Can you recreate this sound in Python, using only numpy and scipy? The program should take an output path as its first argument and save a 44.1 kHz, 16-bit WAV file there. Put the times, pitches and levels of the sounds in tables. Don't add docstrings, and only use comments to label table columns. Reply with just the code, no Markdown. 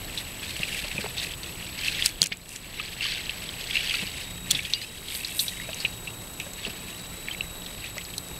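import sys
import numpy as np
from scipy import signal
from scipy.fft import rfft, irfft
from scipy.io import wavfile
from scipy.ndimage import minimum_filter1d

SR = 44100
rng = np.random.default_rng(int(sys.argv[2]) if len(sys.argv) > 2 else 0)


def dump_mix(stems):
    frames = np.atleast_2d(stems).T
    limited = np.clip(frames, -1, 1)
    pcm = np.round(limited * 32767).astype(np.int16)
    wavfile.write(sys.argv[1], SR, pcm)


N = 369999
T = np.arange(N) / SR


def from_db(db):
    return 10 ** (np.asarray(db) / 20)


def rms_one(x):
    return x / np.sqrt(np.mean(x ** 2) + 1e-20)


def in_time(rows):
    s, *columns = np.transpose(rows)
    return [np.interp(T, s, column) for column in columns]


def at_hz(points, hz):
    points = np.array(points)
    return np.interp(np.log(hz), np.log(points[:, 0]), points[:, 1])


def drift(rate_hz):
    r = np.exp(-80 * np.pi * rate_hz / SR)
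    noise = rng.standard_normal(N // 40 + 2002)
    slow = signal.lfilter([1], [1, -2 * r, r * r], noise)[2000:]
    return np.interp(np.arange(N) / 40, np.arange(len(slow)), rms_one(slow))


def resonance(x, hz, width_hz):
    r = np.exp(-np.pi * width_hz / SR)
    poles = [1, -2 * r * np.cos(2 * np.pi * hz / SR), r * r]
    return signal.lfilter([(1 - r * r) / 2, 0, (r * r - 1) / 2], poles, x)


def coloured(spectrum, white):
    hz = np.maximum(np.fft.rfftfreq(N, 1 / SR), 1)
    return rms_one(irfft(rfft(white) * from_db(at_hz(spectrum, hz)), N))


def sine(hz):
    phase = 2 * np.pi * np.cumsum(hz + 0 * T) / SR
    return np.sqrt(2) * np.sin(phase + rng.uniform(0, 2 * np.pi))


def grains(per_s, spread_db):
    sizes = from_db(spread_db * np.minimum(rng.exponential(1, N), 5)) * rng.choice([-1, 1], N)
    return sizes * (rng.random(N) < per_s / SR) + 1e-18


def add(track, s, db, sound):
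    at = round(s * SR)
    track[at:at + len(sound)] += (from_db(db) * sound / np.abs(sound).max())[:N - at]


def smacks():
    # (time [s], peak level [dB], pitch [Hz], main burst t60 [s])
    smack_rows = [(0.1753, -18.5, 3590, 0.089), (0.6314, -14.5, 2580, 0.022), (0.839, -27, 2590, 0.029),
                  (0.914, -22.5, 2520, 0.021), (0.9793, -18.5, 2380, 0.048), (1.181, -17.5, 3850, 0.053),
                  (1.1985, -20, 3540, 0.022), (1.232, -22, 4200, 0.025), (1.3363, -24, 3150, 0.03),
                  (1.432, -23, 3920, 0.017), (1.6074, -31, 2050, 0.025), (1.665, -25, 3580, 0.027),
                  (1.7889, -25, 4200, 0.025), (1.8457, -25, 3000, 0.025), (1.8593, -20, 3100, 0.039),
                  (1.881, -14.5, 2600, 0.032), (2.0231, -8.5, 3140, 0.018), (2.0595, -13, 2600, 0.019),
                  (2.2034, -37, 2200, 0.022), (2.2172, 2.5, 4400, 0.0083), (2.3197, -29, 2020, 0.036),
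                  (2.321, -6, 2380, 0.017), (2.797, -18, 2600, 0.031), (3.0073, -18.5, 2730, 0.025),
                  (3.1566, -23, 2870, 0.025), (3.267, -26, 2870, 0.02), (3.294, -14.5, 2960, 0.019),
                  (3.49, -21, 3250, 0.021), (3.6716, -25, 3840, 0.025), (3.709, -17, 3140, 0.025),
                  (3.7312, -24, 3200, 0.025), (3.7543, -15, 2620, 0.018), (3.7679, -11, 2640, 0.02),
                  (3.8068, -21, 2800, 0.025), (3.8724, -21, 2890, 0.025), (3.8948, -18, 3130, 0.034),
                  (3.9086, -14.5, 2670, 0.045), (3.942, -16.5, 2540, 0.025), (3.9923, -22, 2710, 0.036),
                  (4.5059, -11.5, 3700, 0.057), (4.5486, -11.5, 3500, 0.034), (4.59, -17.5, 2300, 0.041),
                  (4.65, -18, 3250, 0.029), (4.7355, -1.5, 3810, 0.015), (4.8152, -24, 4000, 0.029),
                  (4.9736, -27, 3130, 0.029), (5.0835, -20, 3050, 0.017), (5.1023, -19, 3280, 0.018),
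                  (5.1486, -20, 4100, 0.039), (5.2355, -25, 2580, 0.05), (5.247, -17, 4170, 0.032),
                  (5.273, -25, 5200, .015), (5.283, -28, 4900, 0.014), (5.318, -24, 2770, 0.03),
                  (5.3926, -9, 3920, 0.06), (5.481, -15.5, 3820, 0.04), (5.599, -24.5, 1820, 0.02),
                  (5.7308, -23.5, 2940, 0.022), (5.8018, -24, 4480, 0.094), (5.849, -11.5, 2580, 0.034),
                  (6.073, -26, 2510, 0.032), (6.3991, -22, 2630, 0.062), (6.6498, -19, 2900, 0.029),
                  (7.2842, -18, 2200, 0.017), (7.3128, -29, 3100, 0.025), (7.336, -32, 2500, .015),
                  (7.347, -25.5, 2300, .015), (7.4078, -14.5, 2700, 0.014), (7.62, -31.5, 3400, .03),
                  (7.661, -27, 3600, .04), (7.8408, -25, 2580, 0.034), (7.9816, -24, 2170, 0.014),
                  (8.011, -30, 3100, .02), (8.05, -30, 4600, .02), (8.1378, -28, 3050, 0.028),
                  (8.18, -23, 4060, 0.022)]
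    out, t = np.zeros(N), T[:4000]
    for (s, db, hz, t60), noise in zip(smack_rows, rng.standard_normal((len(smack_rows), 4000))):
        decay = from_db(-60 * t / t60) + 0.083 * from_db(-60 * t / 0.099)
        burst = noise * np.minimum(t / 0.0012, 1) * decay
        burst[20] += 6.0
        low = resonance(resonance(burst, hz, hz / 3.35), hz, hz / 4.4)
        overtone_hz = 1.54 * hz
        high = resonance(resonance(burst, overtone_hz, hz / 6.8), overtone_hz, hz / 6.8)
        add(out, s, db, low - 0.2 * high)
    return out


def cracks():
    # (time [s], peak level [dB], pitch [Hz])
    crack_rows = [(1.9214, -25, 4140), (2.046, -23, 3560), (2.056, -14, 4050), (2.0599, -3, 4700),
                  (2.0674, -14, 3730), (2.0764, -23, 6120), (2.0908, -16, 4370), (2.2177, -2.5, 4350),
                  (2.2287, 0, 3100), (2.2294, -26, 11000), (2.239, -4.5, 5870), (2.2599, -8, 5830),
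                  (2.2695, -9.5, 7300), (2.371, -20, 7950), (2.4917, -17.5, 7600), (2.5262, -23, 7950),
                  (2.5605, -17.5, 6560), (2.5679, -25, 7900), (4.5102, -5, 3900), (4.5151, -5, 4000),
                  (4.7356, -28, 3900), (5.7448, -19.5, 6460), (5.8022, -24, 4630), (6.3999, -24, 3650),
                  (6.5344, -24, 7910), (7.662, -32, 7850), (7.9808, -22, 5240), (8.042, -33, 7000),
                  (8.1807, -17, 9100), (8.2856, -27, 4600)]
    out, t = np.zeros(N), T[:1500]
    for (s, db, hz), noise in zip(crack_rows, rng.standard_normal((len(crack_rows), 1500))):
        t60 = 0.0086 + 0.0099 * from_db(db)
        burst = noise * from_db(-60 * t / t60)
        broad = resonance(resonance(burst, 6300, 6600), 6300, 6600)
        add(out, s, db, resonance(burst, hz, hz / 5.2) + 0.36 * broad)
    return out


def wash():
    # (time [s], fizz level [dB])
    lapping = [(0, -41.5), (1.3, -55.5), (2.2, -43.5), (4.3, -52), (5.5, -53), (8.39, -49.5)]
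    # (frequency [Hz], density [dB per Hz])
    fizz_colour = [(530, -54), (900, -24), (1020, -45), (1630, -5), (2090, -0.5), (2610, 1), (3660, -1.5),
                   (4440, -2.5), (5700, -18.5), (7500, -15), (9750, -56), (16500, -120)]
    # (frequency [Hz], density [dB per Hz])
    spray_colour = [(2940, -27), (5000, -10), (7070, -9), (8090, -3.5), (10600, -9.5), (12100, -10),
                    (15800, -29)]
    fizz_level = surge_level(column=1, base_db=in_time(lapping)[0])
    spray_level = surge_level(column=2, base_db=-52)
    fizz = 0
    for hz in np.geomspace(1100, 6500, num=20):
        clumps = from_db(1.9 * drift(41))
        bursts = resonance(resonance(grains(400., spread_db=3.5), hz, hz / 15.1), hz, hz / 1.5)
        band_gain = from_db(at_hz(fizz_colour, hz)) * np.sqrt(hz)
        fizz = fizz + band_gain * rms_one(bursts) * clumps
    together = from_db(1.97 * drift(41))
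    ticks = rms_one(grains(2500., spread_db=2.5))
    spray = coloured(spray_colour, ticks + .8 * rng.standard_normal(N))
    return together * (fizz_level * rms_one(fizz) + spray_level * spray)


def surge_level(column, base_db):
    # (crest time [s], fizz level [dB], spray level [dB], rise [s], fall [s])
    surges = [(.18, -43, -46, 0.087, 0.1), (.45, -38, -46, 0.039, 0.14), (.738, -32.5, -41.5, .3, 0.27),
              (1.01, -36.5, -45, 0.066, .1), (1.212, -32.5, -41.5, .08, 0.089),
              (1.492, -39, -48, 0.12, 0.028), (1.63, -40.5, -51, 0.13, 0.16),
              (1.871, -27.5, -39.5, 0.064, 0.076), (2.0, -30, -45, 0.16, 0.083),
              (2.065, -32.5, -36, .05, 0.039), (2.24, -25, -43, 0.0099, 0.028),
              (2.329, -19.5, -51, 0.0094, 0.0063), (2.534, -36.5, -37, 0.066, 0.042),
              (2.78, -36, -50, 0.12, .3), (3.048, -27.5, -44, 0.054, 0.18), (3.39, -41, -58, 0.081, 0.17),
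              (3.597, -37, -55, 0.038, .08), (3.756, -30.5, -44, 0.053, 0.23),
              (3.94, -32.5, -42.5, 0.29, 0.3), (4.525, -34.5, -40.5, .06, 0.34),
              (4.79, -35.5, -40.5, 0.066, 0.12), (4.989, -44, -46, 0.045, .06),
              (5.128, -36, -43, 0.1, 0.52), (5.408, -45, -39, 0.068, 0.15), (5.617, -41, -60, 0.03, .06),
              (5.812, -38.5, -48, 0.1, 0.092), (6.415, -44, -46, 0.045, 0.087),
              (6.64, -41.5, -53, 0.11, 0.55), (7.044, -51, -58, 0.048, 0.14),
              (7.308, -43.5, -61, .1, 0.062), (7.872, -44, -55, 0.26, .08),
              (7.992, -43.5, -54, 0.041, 0.065)]
    power = from_db(2 * base_db)
    for row in surges:
        s, rise, fall = row[0], max(row[3], .005), max(row[4], .005)
        tens_of_db_down = np.maximum((s - T) / rise, (T - s) / fall)
        power = power + from_db(2 * row[column]) * 10 ** -tens_of_db_down
    return np.sqrt(power)


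def bubbles():
    # (time [s], peak level before flutter [dB], starting pitch [Hz], t60 [s], relative pitch rise [1/s])
    bubble_rows = [(2.798, -27, 1220, 0.031, 4), (3.055, -33, 1160, 0.039, 1.3),
                   (3.94, -29, 1380, 0.033, 3), (4.551, -23, 3400, 0.065, 2), (4.59, -28, 2240, .12, 4),
                   (4.655, -31, 2500, 0.091, 1), (4.662, -35, 3210, 0.054, 1.5),
                   (4.74, -28, 2800, 0.36, 0.8), (4.745, -24, 4700, 0.079, .6),
                   (4.815, -26, 4050, 0.087, 1.5), (4.814, -32, 4700, 0.16, 2.5),
                   (4.558, -34, 2620, .1, -.6), (4.835, -31, 2460, .08, 5), (5.52, -34, 1950, .04, 1.8),
                   (5.617, -31, 2140, .05, 1.8), (5.602, -43, 1760, 0.037, -3), (5.69, -32, 2500, 0.037, 5),
                   (6.075, -29.5, 2650, 0.076, 2), (7.311, -24, 3090, 0.045, 1.5),
                   (7.98, -29, 2020, 0.053, 2)]
    out, t = np.zeros(N), T[:8000]
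    flutter = from_db(1.2 * drift(70))
    for s, db, hz, t60, rise in bubble_rows:
        fade = np.minimum(t / 0.0017, 1) * from_db(-60 * t / t60)
        add(out, s, db, fade * np.sin(2 * np.pi * hz * (t + rise * t * t / 2)))
    return flutter * out


def thumps():
    # (time [s], peak level [dB], pitch [Hz], t60 [s])
    thump_rows = [(0.419, -34, 300, 0.046), (.599, -24, 161, 0.028), (.845, -31, 595, 0.096),
                  (0.948, -28.5, 139, 0.085), (.985, -27, 202, 0.083), (1.041, -25.5, 420, 0.083),
                  (1.062, -21, 795, 0.0076), (2.215, -21.5, 168, 0.2), (2.315, -24.5, 184, 0.05),
                  (4.024, -28, 187, 0.072), (4.53, -25.5, 138, .2), (4.545, -33, 272, 0.13),
                  (5.689, -26.5, 643, 0.05), (5.845, -27, 165, 0.043), (6.463, -31, 573, 0.056),
                  (6.665, -28.5, 428, 0.057), (6.679, -28.5, 207, 0.054), (7.968, -29.5, 590, 0.042),
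                  (8.312, -29.5, 150, .04)]
    out, t = np.zeros(N), T[:8000]
    for (s, db, hz, t60), noise in zip(thump_rows, rng.standard_normal((len(thump_rows), 8000))):
        swell = (1 - np.exp(-t / 0.00091)) * from_db(-60 * t / t60)
        puff = rms_one(resonance(resonance(noise, 1.4 * hz, 2.9 * hz), 1.4 * hz, 2.9 * hz))
        add(out, s, db, swell * (np.sin(2 * np.pi * hz * t) + 0.45 * puff))
    return out


def reel():
    # (fastest time [s], extra clicks [1/s], swell time [s])
    tugs = [(5.159, 105, 0.05), (5.41, 170, 0.055)]
    # (frequency [Hz], width [Hz], relative gain [dB])
    drag_modes = [(8500, 1600, -6), (9460, 1300, -7), (11900, 1100, -4.5), (15100, 710, -18)]
    from_s, to_s, creep_per_s = 4.95, 5.54, 36
    tick_s = 0.0017
    per_s = creep_per_s + sum(extra * np.exp(-np.abs(T - s) / swell) for s, extra, swell in tugs)
    gain_db = -53 + 7 * np.log2(per_s / creep_per_s)
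    teeth = np.diff(np.floor(np.cumsum(per_s / SR)), prepend=0)
    teeth = teeth * from_db(1.5 * rng.standard_normal(N))
    ticks = signal.lfilter([1], [1, -np.exp(-1 / (tick_s * SR))], teeth) * rng.standard_normal(N)
    line_hiss = per_s / 110 * rng.standard_normal(N)
    rub = rms_one(ticks) + line_hiss
    rung = sum(from_db(db) * resonance(resonance(rub, hz, width), hz, width)
               for hz, width, db in drag_modes)
    return (T > from_s) * (T < to_s) * from_db(gain_db) * rms_one(rung)


def camera():
    # (frequency [Hz], width [Hz], level [dB rms])
    hum_rows = [(76.7, 6.9, -60), (116.8, 4.4, -55), (176, 1.8, -54)]
    # (time [s], lower pitch [Hz], lower level [dB rms], upper level [dB rms])
    pair_curve = [(3.5, 3800, -70, -70), (4.2, 3760, -50, -53), (5.0, 3840, -49, -53),
                  (5.6, 3810, -46, -59), (6.3, 3820, -54, -61.5), (6.5, 3776, -52.5, -60),
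                  (7.3, 3864, -56, -50), (7.7, 3790, -53, -52), (8.1, 3795, -57, -64),
                  (8.39, 3810, -49, -65)]
    hum = sum(from_db(db) * rms_one(resonance(rng.standard_normal(N), hz, width))
              for hz, width, db in hum_rows)
    sensor_hz, frame_hz, frame_middle_s = 7867.13, 30.027, .0134
    reading = np.cos(2 * np.pi * frame_hz * (T - frame_middle_s)) > 0
    sensor = from_db(-41.5) * np.where(reading, 1, -0.4) * np.sin(2 * np.pi * sensor_hz * T)
    hz, lower_db, upper_db = in_time(pair_curve)
    upper_hz = hz + 60 + 6.7 * drift(4.67)
    upper = from_db(upper_db + 0.97 * drift(6.5)) * sine(upper_hz)
    lower = from_db(lower_db + 0.5 * drift(5.1)) * sine(hz + 5.9 * drift(5.05))
    drives = from_db(-54) * sum(drive(share) for share in (1.15, .65))
    return hum + sensor + lower + upper + drives


def drive(share):
    # (time [s], swing before the drive's share and dead zone [Hz rms])
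    shake = [(0, 120), (.3, 200), (.55, 450), (.75, 150), (.95, 300), (1.1, 150), (1.25, 420), (1.6, 130),
             (2.4, 110), (2.6, 300), (2.8, 120), (3.65, 150), (3.9, 480), (4.2, 480), (4.45, 200),
             (4.95, 450), (5.3, 220), (5.8, 500), (6.25, 180), (7.15, 80), (7.65, 160), (8.39, 200)]
    rest_hz, dead_zone_hz = 11719, 50
    tremor = rms_one(resonance(drift(12), 8.5, 7))
    swing = share * in_time(shake)[0] * tremor
    swing = swing - np.clip(swing, -dead_zone_hz, dead_zone_hz)
    level_db = -2.5 * np.minimum(np.abs(swing) / 300, 1) + 1.5 * drift(12)
    return from_db(level_db) * sine(rest_hz + swing)


def wind_and_hiss():
    # (frequency [Hz], density [dB per Hz])
    hiss_colour = [(12, -32), (20, 8.5), (177, 1), (222, -1.5), (1190, -10.5), (3530, -20.5), (3840, -10),
                   (4670, -24), (6540, -22), (7310, -27), (7950, -42), (8650, -14.5), (11100, -27),
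                   (12100, -24), (16000, -22.5)]
    # (time [s], gain [dB])
    wind = [(0, 1.5), (1.2, 1), (2.3, 2.5), (3.3, -0.5), (4.6, 1), (5.6, 0.5), (6.5, -2), (7.4, -1.5),
            (8.39, -1)]
    hiss = from_db(-41.5 + 0.61 * drift(1.1)) * coloured(hiss_colour, rng.standard_normal(N))
    rumble = signal.sosfilt(signal.butter(1, 298, fs=SR, output="sos"), hiss)
    return hiss + (from_db(in_time(wind)[0]) - 1) * rumble


def scene():
    water = wash() + smacks()
    water = water + .5 * resonance(water, 2700, 190)
    return (water + cracks() + bubbles() + thumps() + reel() + camera() + wind_and_hiss())[None]


def record(dry):
    over_db = np.maximum(20 * np.log10(np.abs(dry[0]) + 1e-9) + 4.95, 0)
    hold = round(.22 * SR)
    held_db = -minimum_filter1d(-over_db, size=hold, origin=(hold - 1) // 2, mode="constant")
    fall = T / 0.33
    cut_db = np.exp(np.maximum.accumulate(np.log(held_db + 1e-6) + fall) - fall)
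    r = np.exp(-1 / (.004 * SR))
    cut_db = signal.lfilter([1 - r], [1, -r], cut_db)
    level = np.clip(dry * from_db(-cut_db), -1, 1)
    return signal.sosfilt(signal.ellip(12, .5, 70, 15740, fs=SR, output="sos"), level)


dry = scene()
out = record(dry)
dump_mix(out)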